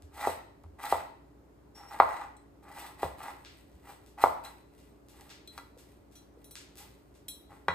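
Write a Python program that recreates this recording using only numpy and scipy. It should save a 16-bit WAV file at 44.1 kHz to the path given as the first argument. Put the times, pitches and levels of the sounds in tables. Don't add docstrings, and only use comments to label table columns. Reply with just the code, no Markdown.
import sys
import numpy as np
from scipy import signal
from scipy.fft import rfft, irfft, next_fast_len
from scipy.io import wavfile

SR = 44100
rng = np.random.default_rng(int(sys.argv[2]) if len(sys.argv) > 2 else 0)


def pcm_store(signal):
    levels = np.round(np.clip(np.atleast_2d(signal), -1, 1) * 32767)
    wavfile.write(sys.argv[1], SR, levels.astype(np.int16).T)


N = 341334
TIME = np.arange(N) / SR


def from_db(db):
    return 10 ** (np.asarray(db) / 20)


def rms_one(x):
    return x / np.sqrt(np.mean(x ** 2) + 1e-20)


def at_hz(points, hz):
    knots, values = np.transpose(points)
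    return np.interp(np.log(np.maximum(hz, 1)), np.log(knots), values)


def add(track, start_s, sound):
    start = round(start_s * SR)
    track[start:start + len(sound)] += sound[:N - start]


def convolve(x, response):
    return signal.oaconvolve(x, response)[:N]


def pulse(colour, size=4096):
    cepstrum = irfft(np.log(from_db(colour(np.fft.rfftfreq(size, 1 / SR)))))
    cepstrum[1:size // 2] *= 2
    cepstrum[size // 2 + 1:] = 0
    wave = irfft(np.exp(rfft(cepstrum)))
    return wave / np.abs(wave).max()


def ring(hz, t60_s):
    t = TIME[:SR]
    return np.sin(2 * np.pi * hz * t) * np.exp(-np.log(1000) * t / t60_s)


def gesture(start_s, swell_s, hold_s, sag_db_per_s=0, release_db_per_s=260):
    t = TIME - start_s - swell_s
    swell = np.clip(1 + t / swell_s, 0, 1) ** 1.6
    fall_db = sag_db_per_s * np.maximum(t, 0) + release_db_per_s * np.maximum(t - hold_s, 0)
    return swell * from_db(-fall_db)


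# frequency_hz, coherence (0-1)
PORT_COHERENCE = [(60, .94), (120, .83), (200, .68), (380, .38), (700, .05), (2000, .05), (5000, .2),
                  (8000, .85), (9500, .97), (15000, .95)]
def diffuse_noise(size):
    mid, side = rfft(rng.standard_normal((2, size)))
    alike = np.clip(at_hz(PORT_COHERENCE, np.fft.rfftfreq(size, 1 / SR)), 0, 1)
    return np.sqrt((1 + alike) / 2) * mid + np.sqrt((1 - alike) / 2) * side * [[1], [-1]]


# frequency_hz, relative_db
AIR_COLOUR = [(15, -64), (25, -33.5), (42, -24.5), (66, -13.5), (156, -17.5), (253, -19.5), (289, -15),
              (421, -17.5), (495, -25), (552, -21.5), (722, -26), (871, -27.5), (3090, -47), (10400, -53),
              (15500, -53.5)]
# pitch_hz, level_db
HUM_LINES = [(59.6, -62), (285, -64.5), (420, -73), (570.6, -78.5)]
def room_tone(air_db):
    size = next_fast_len(N)
    colour = from_db(at_hz(AIR_COLOUR, np.fft.rfftfreq(size, 1 / SR)))
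    air = irfft(diffuse_noise(size) * colour, size)[:, :N]
    hum = sum(from_db(db) * np.sin(2 * np.pi * (hz * TIME + rng.random())) for hz, db in HUM_LINES)
    return from_db(air_db) * rms_one(air) + hum


# start_s, level_db, dull_above_hz, relative_send_db
WET_TICKS = [(.023, -40.5, 11200, -8), (.637, -49.5, 12100, -17), (1.7546, -48.5, 11980, 6),
             (3.4493, -35.5, 5050, -0.5), (3.718, -57.5, 7070, -0.5), (4.063, -42.5, 13000, -1.5),
             (5.086, -41, 13200, 0.5), (5.21, -35, 12000, -19), (5.2942, -42, 6080, 7.5),
             (4.78, -57.5, 9000, 10), (5.7768, -46.5, 13080, 8), (6.1144, -53, 13000, 8),
             (6.1543, -45.5, 15000, -0.5), (6.555, -25.5, 8590, -3), (6.756, -39.5, 15000, -2),
             (6.773, -36, 15300, 5.5), (7.1425, -53.5, 11000, 8)]
def wet_ticks(low_hz):
    direct, sent = np.zeros(N), np.zeros(N)
    for start_s, level_db, dull_hz, send_db in WET_TICKS:
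        band = signal.butter(2, [low_hz, dull_hz], "band", fs=SR, output="sos")
        snap = signal.sosfilt(band, signal.unit_impulse(SR // 20))
        snap *= from_db(level_db) / np.abs(snap).max()
        add(direct, start_s, snap)
        add(sent, start_s, from_db(send_db) * snap)
    return direct, sent


# start_s, level_db, pitch_hz
SOFT_BUMPS = [(0.033, -37, 72.5), (0.647, -36.5, 79), (3.04, -36.5, 149), (3.044, -31, 76),
              (3.736, -43, 71.6), (5.768, -39.5, 480), (6.372, -39.5, 445.6), (7.685, -30.5, 171.2)]
def bumps(t60_cycles, rock_db, rock_hz, rock_above_db):
    out = np.zeros(N)
    rocking = [(start_s, rock_db, rock_hz) for start_s, db, *_ in BOARD_KNOCKS if db > rock_above_db]
    for start_s, level_db, hz in list(SOFT_BUMPS) + rocking:
        swell = 1 - np.exp(-TIME[:SR] * hz)
        add(out, start_s, from_db(level_db) * ring(hz, t60_cycles / hz) * swell)
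    return out


# centre_hz, width_hz, boost_db
CUT_RESONANCES = [(826, 110, 5.5), (1353, 50, 3), (1931, 190, 9), (2550, 54, 4.5), (3990, 120, 5.5),
                  (8155, 340, 11)]
def fractures(per_s, spread_db, clump_db, clumps_per_s, colour):
    def burst_colour(hz):
        peaks_db = sum(db / (1 + (2 * (hz - centre) / width) ** 2)
                       for centre, width, db in CUT_RESONANCES)
        return at_hz(colour, hz) + peaks_db

    sizes_db = spread_db * np.minimum(rng.exponential(1, N), 4)
    clicks = from_db(sizes_db) * rng.choice([-1, 1], N)
    clicks *= rng.random(N) < per_s / SR
    steps = np.arange(0, TIME[-1] + 1, 1 / clumps_per_s)
    clumps = np.interp(TIME, steps, rng.uniform(-1.5, 1, len(steps)))
    clicks *= from_db(clump_db * clumps)
    return rms_one(convolve(clicks, pulse(burst_colour)))


# start_s, swell_s, hold_s, crunch_db, fizz_db
CUTS_AND_WIPES = [(0.104, 0.12, 0.056, -34.5, -45), (0.778, .014, .03, -47.5, -61),
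                  (.79, 0.056, 0.087, -37, -44), (1.742, .012, .14, -54.5, -66.5),
                  (1.87, .05, 0.088, -44, -58.5), (2.616, .03, 0.092, -51, -65.5),
                  (2.635, .15, 0.073, -44.5, -51.5), (2.967, 0.048, 0.021, -42, -52.5),
                  (3.146, 0.086, 0.056, -38, -53.5), (3.81, 0.075, 0.019, -49, -57.5),
                  (4.172, .014, .04, -39, -52.5), (4.201, 0.018, .008, -36, -41),
                  (4.426, 0.015, 0.0064, -43.5, -51), (5.09, 0.072, 0.14, -60.5, -64.5),
                  (5.506, 0.041, 0.01, -61, -57), (6.76, 0.048, 0.031, -61, -61),
                  (7.484, 0.024, 0.047, -55, -69.5)]
# start_s, hold_s, level_db
EDGE_DRAGS = [(0.282, 0.031, -48), (0.934, 0.051, -41), (2.009, .19, -36.5), (3.023, 0.029, -45.5),
              (4.26, .13, -57)]
# frequency_hz, relative_db
CRUNCH_COLOUR = [(150, -24.5), (400, -15.5), (650, -4.5), (850, 1), (1100, -2.5), (1350, -5), (1650, -11),
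                 (2200, -14), (3000, -23), (4500, -28.5), (6500, -29.5), (15000, -46.5)]
# frequency_hz, relative_db
FIZZ_COLOUR = [(1000, -8.5), (2200, 1.5), (3200, 0), (4500, -2.5), (7000, -6), (9000, -3.5), (12000, -1),
               (14000, -4.5), (15500, -2)]
def slicing(drag_fizz_db):
    crunch, fizz = np.zeros(N), np.zeros(N)
    for start_s, swell_s, hold_s, crunch_db, fizz_db in CUTS_AND_WIPES:
        effort = gesture(start_s, swell_s, hold_s)
        crunch = np.maximum(crunch, from_db(crunch_db) * effort)
        fizz = np.maximum(fizz, from_db(fizz_db) * effort)
    for start_s, hold_s, level_db in EDGE_DRAGS:
        effort = from_db(level_db) * gesture(start_s, swell_s=0.015, hold_s=hold_s, sag_db_per_s=20)
        crunch = np.maximum(crunch, effort)
        fizz = np.maximum(fizz, from_db(drag_fizz_db) * effort)
    crunch *= fractures(per_s=800, spread_db=4.0, clump_db=3.5, clumps_per_s=61, colour=CRUNCH_COLOUR)
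    fizz *= fractures(per_s=3700, spread_db=2.5, clump_db=6.0, clumps_per_s=90, colour=FIZZ_COLOUR)
    return crunch, fizz


def disperse(x, hz, width_hz):
    radius = np.exp(-np.pi * width_hz / SR)
    poles = [1, -2 * radius * np.cos(2 * np.pi * hz / SR), radius * radius]
    return signal.lfilter(poles[::-1], poles, x)


# start_s, level_db, pitch_hz, treble_lift_db, bass_lift_db
BOARD_KNOCKS = [(0.272, -12.5, 855, -5, 9.5), (0.64, -46.5, 986, 13, 4), (0.8388, -28.5, 1090, 10, -4),
                (0.9244, -8.5, 910, -19, -5), (1.9157, -36, 1030, 7, -20), (2.0006, -0.43, 958, -5, -14.5),
                (2.894, -40.5, 949, 1, -7), (3.0309, -15, 800, 15, 10), (4.178, -42, 915, 4, -13),
                (4.2384, -2, 994, -10.5, -1), (5.578, -29.5, 1060, 27.5, 1), (5.5866, -37.5, 1360, 8, 17),
                (7.519, -42.5, 980, 10.5, -5), (7.6826, -13.5, 976, 9, 3), (7.6847, -11.5, 1610, 0, 14)]
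# frequency_hz, relative_db
BLOW_COLOUR = [(60, -37.5), (170, -26), (300, -13), (450, -6), (620, -1), (820, 2), (1020, -2.5),
               (1280, -7), (1620, -20.5), (2000, -16), (2700, -34.5), (4000, -32.5), (6500, -53.5),
               (15000, -53)]
# pitch_hz, relative_db, t60_s
BOARD_MODES = [(337, -48.5, 0.44), (410, -45, 0.099), (527, -42, 0.36), (531, -42.5, 0.27), (640, -42, .13),
               (734, -48.5, .15), (825.3, -31, 0.086), (893, -33, 0.28), (970, -34, .2), (946, -36, .28),
               (1120, -47.5, .22), (1156, -37, 0.077), (1297, -43.5, .24), (1985, -39.5, 0.14)]
def knocks(board_hz, treble_hz, bass_hz, ring_db):
    blows, rings = np.zeros(N), np.zeros(N)
    for start_s, level_db, pitch_hz, treble_db, bass_db in BOARD_KNOCKS:
        def colour(hz):
            treble = treble_db * hz ** 2 / (hz ** 2 + treble_hz ** 2)
            bass = bass_db * np.exp(-(hz / bass_hz) ** 2)
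            return at_hz(BLOW_COLOUR, hz * board_hz / pitch_hz) + treble + bass

        add(blows, start_s, -from_db(level_db) * pulse(colour))
        for hz, mode_db, t60_s in BOARD_MODES:
            drive_db = colour(hz) - at_hz(BLOW_COLOUR, hz) + rng.normal(0, 1)
            add(rings, start_s, from_db(level_db + ring_db + mode_db + drive_db) * ring(hz, t60_s))
    for hz, width_hz in [(4000, 460), (2100, 300), (950, 1200)]:
        blows = disperse(blows, hz, width_hz)
    return blows + rings


def blade_singing(start_s, level_db, hz, octave_db, rough_db, slips_per_s):
    steps = np.arange(0, TIME[-1] + 1, 1 / slips_per_s)
    grip_db = rough_db * np.interp(TIME, steps, rng.standard_normal(len(steps)))
    slide = gesture(start_s, swell_s=0.012, hold_s=0.14, sag_db_per_s=40)
    phase = 2 * np.pi * hz * TIME
    tone = np.sin(phase) + from_db(octave_db) * np.sin(2 * phase)
    return from_db(level_db + grip_db) * slide * tone


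# start_s, level_db, favoured_hz, emphasis_db, tilt_db_per_octave, ring_share (of the free ring time)
BLADE_TOUCHES = [(2.367, -66.5, 8300, 22.5, -1, 0.33), (4.4487, -47, 3330, 4, -1, 0.38),
                 (5.4753, -52, 4130, 8, 0.5, 0.41), (5.5781, -47.5, 1337, 14, -3.5, 0.25),
                 (6.1557, -54.5, 6500, 6, 2, 0.67), (6.4434, -56, 14300, 8, 4, 1),
                 (6.51, -52.5, 10870, -5, 10.5, 0.91), (7.283, -40.5, 3830, 5.5, 7, 0.75),
                 (7.683, -41.5, 1950, 8, -9.5, 0.68)]
# pitch_hz, relative_db, free_t60_s
BLADE_MODES = [(1380, -16, 0.39), (1927, -24, .2), (2490, -11, 0.33), (3318, -8, 0.44), (3846, -7.5, 0.18),
               (4060, -7, 0.31), (5565, -10, 0.21), (5930, -10, 0.47), (6514, -22, 0.25), (7700, -14, 0.28),
               (8640, -15, 0.21), (8600, -18, .28), (10540, -14, 0.27), (10730, -9.5, 0.2),
               (12950, -15, 0.126), (14060, -14.5, 0.1395), (14640, -27, .1)]
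def blade_touches(log_width, scatter_db, pivot_hz, rasp_db, rasp_s, rasp_hz):
    out, t = np.zeros(N), TIME[:SR // 4]
    highpass = signal.butter(2, rasp_hz, "high", fs=SR, output="sos")
    for start_s, level_db, favoured_hz, emphasis_db, tilt, ring_share in BLADE_TOUCHES:
        grains = rng.standard_normal(len(t)) ** 3 * np.exp(-t / rasp_s)
        rasp = signal.sosfilt(highpass, grains)
        add(out, start_s, from_db(level_db + rasp_db + tilt) / ring_share * rasp)
        for hz, mode_db, free_t60_s in BLADE_MODES:
            nearness = np.exp(-(np.log(hz / favoured_hz) / log_width) ** 2)
            touch_db = emphasis_db * nearness + tilt * np.log2(hz / pivot_hz)
            strength = from_db(level_db + mode_db + touch_db + rng.normal(0, scatter_db))
            add(out, start_s, strength * rng.choice([-1, 1]) * ring(hz, free_t60_s * ring_share))
    return out


def shred_squelch(start_s, level_db):
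    squelch = fractures(per_s=900, spread_db=4.5, clump_db=9.5, clumps_per_s=12, colour=FIZZ_COLOUR)
    return from_db(level_db) * gesture(start_s, swell_s=0.11, hold_s=4.7) * squelch


# delay_s, gain_db
NEAR_ECHOES = [(.00245, -8.5), (.00746, -8), (.01102, -13.5), (.01234, -22), (0.021, -14), (0.0219, -16.5),
               (.0255, -21), (0.0312, -16)]
def early_echoes(x, dull_hz):
    dull = signal.sosfilt(signal.butter(1, dull_hz, fs=SR, output="sos"), x)
    return x + sum(from_db(db) * np.interp(TIME - delay_s, TIME, dull, left=0)
                   for delay_s, db in NEAR_ECHOES)


# frequency_hz, t60_s
KITCHEN_DECAY = [(100, 0.63), (400, .42), (900, 0.53), (2000, 0.55), (4500, 0.5), (8000, 0.33),
                 (15000, 0.34)]
def kitchen_tail(build_s, bands=14):
    noise, t, hz = diffuse_noise(SR), TIME[:SR], np.fft.rfftfreq(SR, 1 / SR)
    centres = np.geomspace(80, 15000, bands)
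    tail = np.zeros((2, SR))
    for centre, share in zip(centres, np.eye(bands)):
        band = irfft(noise * at_hz(np.c_[centres, share], hz), SR)
        tail += band * np.exp(-np.log(1000) * t / at_hz(KITCHEN_DECAY, centre))
    tail *= 1 - np.exp(-(t / build_s) ** 2)
    return tail / np.sqrt(np.sum(tail ** 2) / 2)


def scene():
    tick, tick_sent = wet_ticks(low_hz=1280)
    thud = bumps(t60_cycles=14, rock_db=-41, rock_hz=86, rock_above_db=-20)
    wood = knocks(board_hz=937.7, treble_hz=2198, bass_hz=630, ring_db=1.5)
    crunch, fizz = slicing(drag_fizz_db=-22)
    fizz += shred_squelch(start_s=3.3, level_db=-76.5)
    steel = blade_touches(log_width=0.097, scatter_db=4.0, pivot_hz=5140,
                          rasp_db=-17.5, rasp_s=0.0054, rasp_hz=3104)
    steel += blade_singing(start_s=1.745, level_db=-56, hz=5490,
                           octave_db=-17.5, rough_db=6.0, slips_per_s=260)
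    cutting = wood + from_db(-4.5) * crunch + from_db(-0.5) * fizz + tick
    near = early_echoes(cutting, dull_hz=4500) + from_db(-1.5) * steel + thud
    sends_db = [(wood, -7.5), (crunch, -8.5), (fizz, -2.5), (steel, -8.5), (tick_sent, 7.5), (thud, -8)]
    sent = sum(from_db(db) * layer for layer, db in sends_db)
    room = np.array([convolve(sent, tail) for tail in kitchen_tail(build_s=0.0079)])
    return near + room + room_tone(air_db=-59)


# frequency_hz, phase_rad
PORT_PHASES = [(100, 0), (900, -.15), (2300, -.35), (3500, -1.6), (4500, -.9), (5700, -2), (8100, 0),
               (9100, 1.3), (10300, 5.2), (12100, 7.3), (13300, 11.6), (14900, 13.3), (15600, 15.7)]
def microphone_ports(x, left_db, left_hz):
    size = next_fast_len(N + SR // 10)
    hz = np.fft.rfftfreq(size, 1 / SR)
    left, right = rfft(x, size)
    bell = np.exp(-10 * np.log(np.maximum(hz, 1) / left_hz) ** 2)
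    presence = from_db(left_db * bell / 2)
    phase_turn = np.exp(1j * at_hz(PORT_PHASES, hz))
    return irfft([left * presence, right / presence * phase_turn], size)[:, :N]


def record(dry, cutoff_hz=15500):
    heard = microphone_ports(dry, left_db=4.5, left_hz=4500)
    lowpass = signal.ellip(10, 0.1, 80, cutoff_hz, fs=SR, output="sos")
    return signal.sosfilt(lowpass, heard)


dry = scene()
out = record(dry)
pcm_store(out)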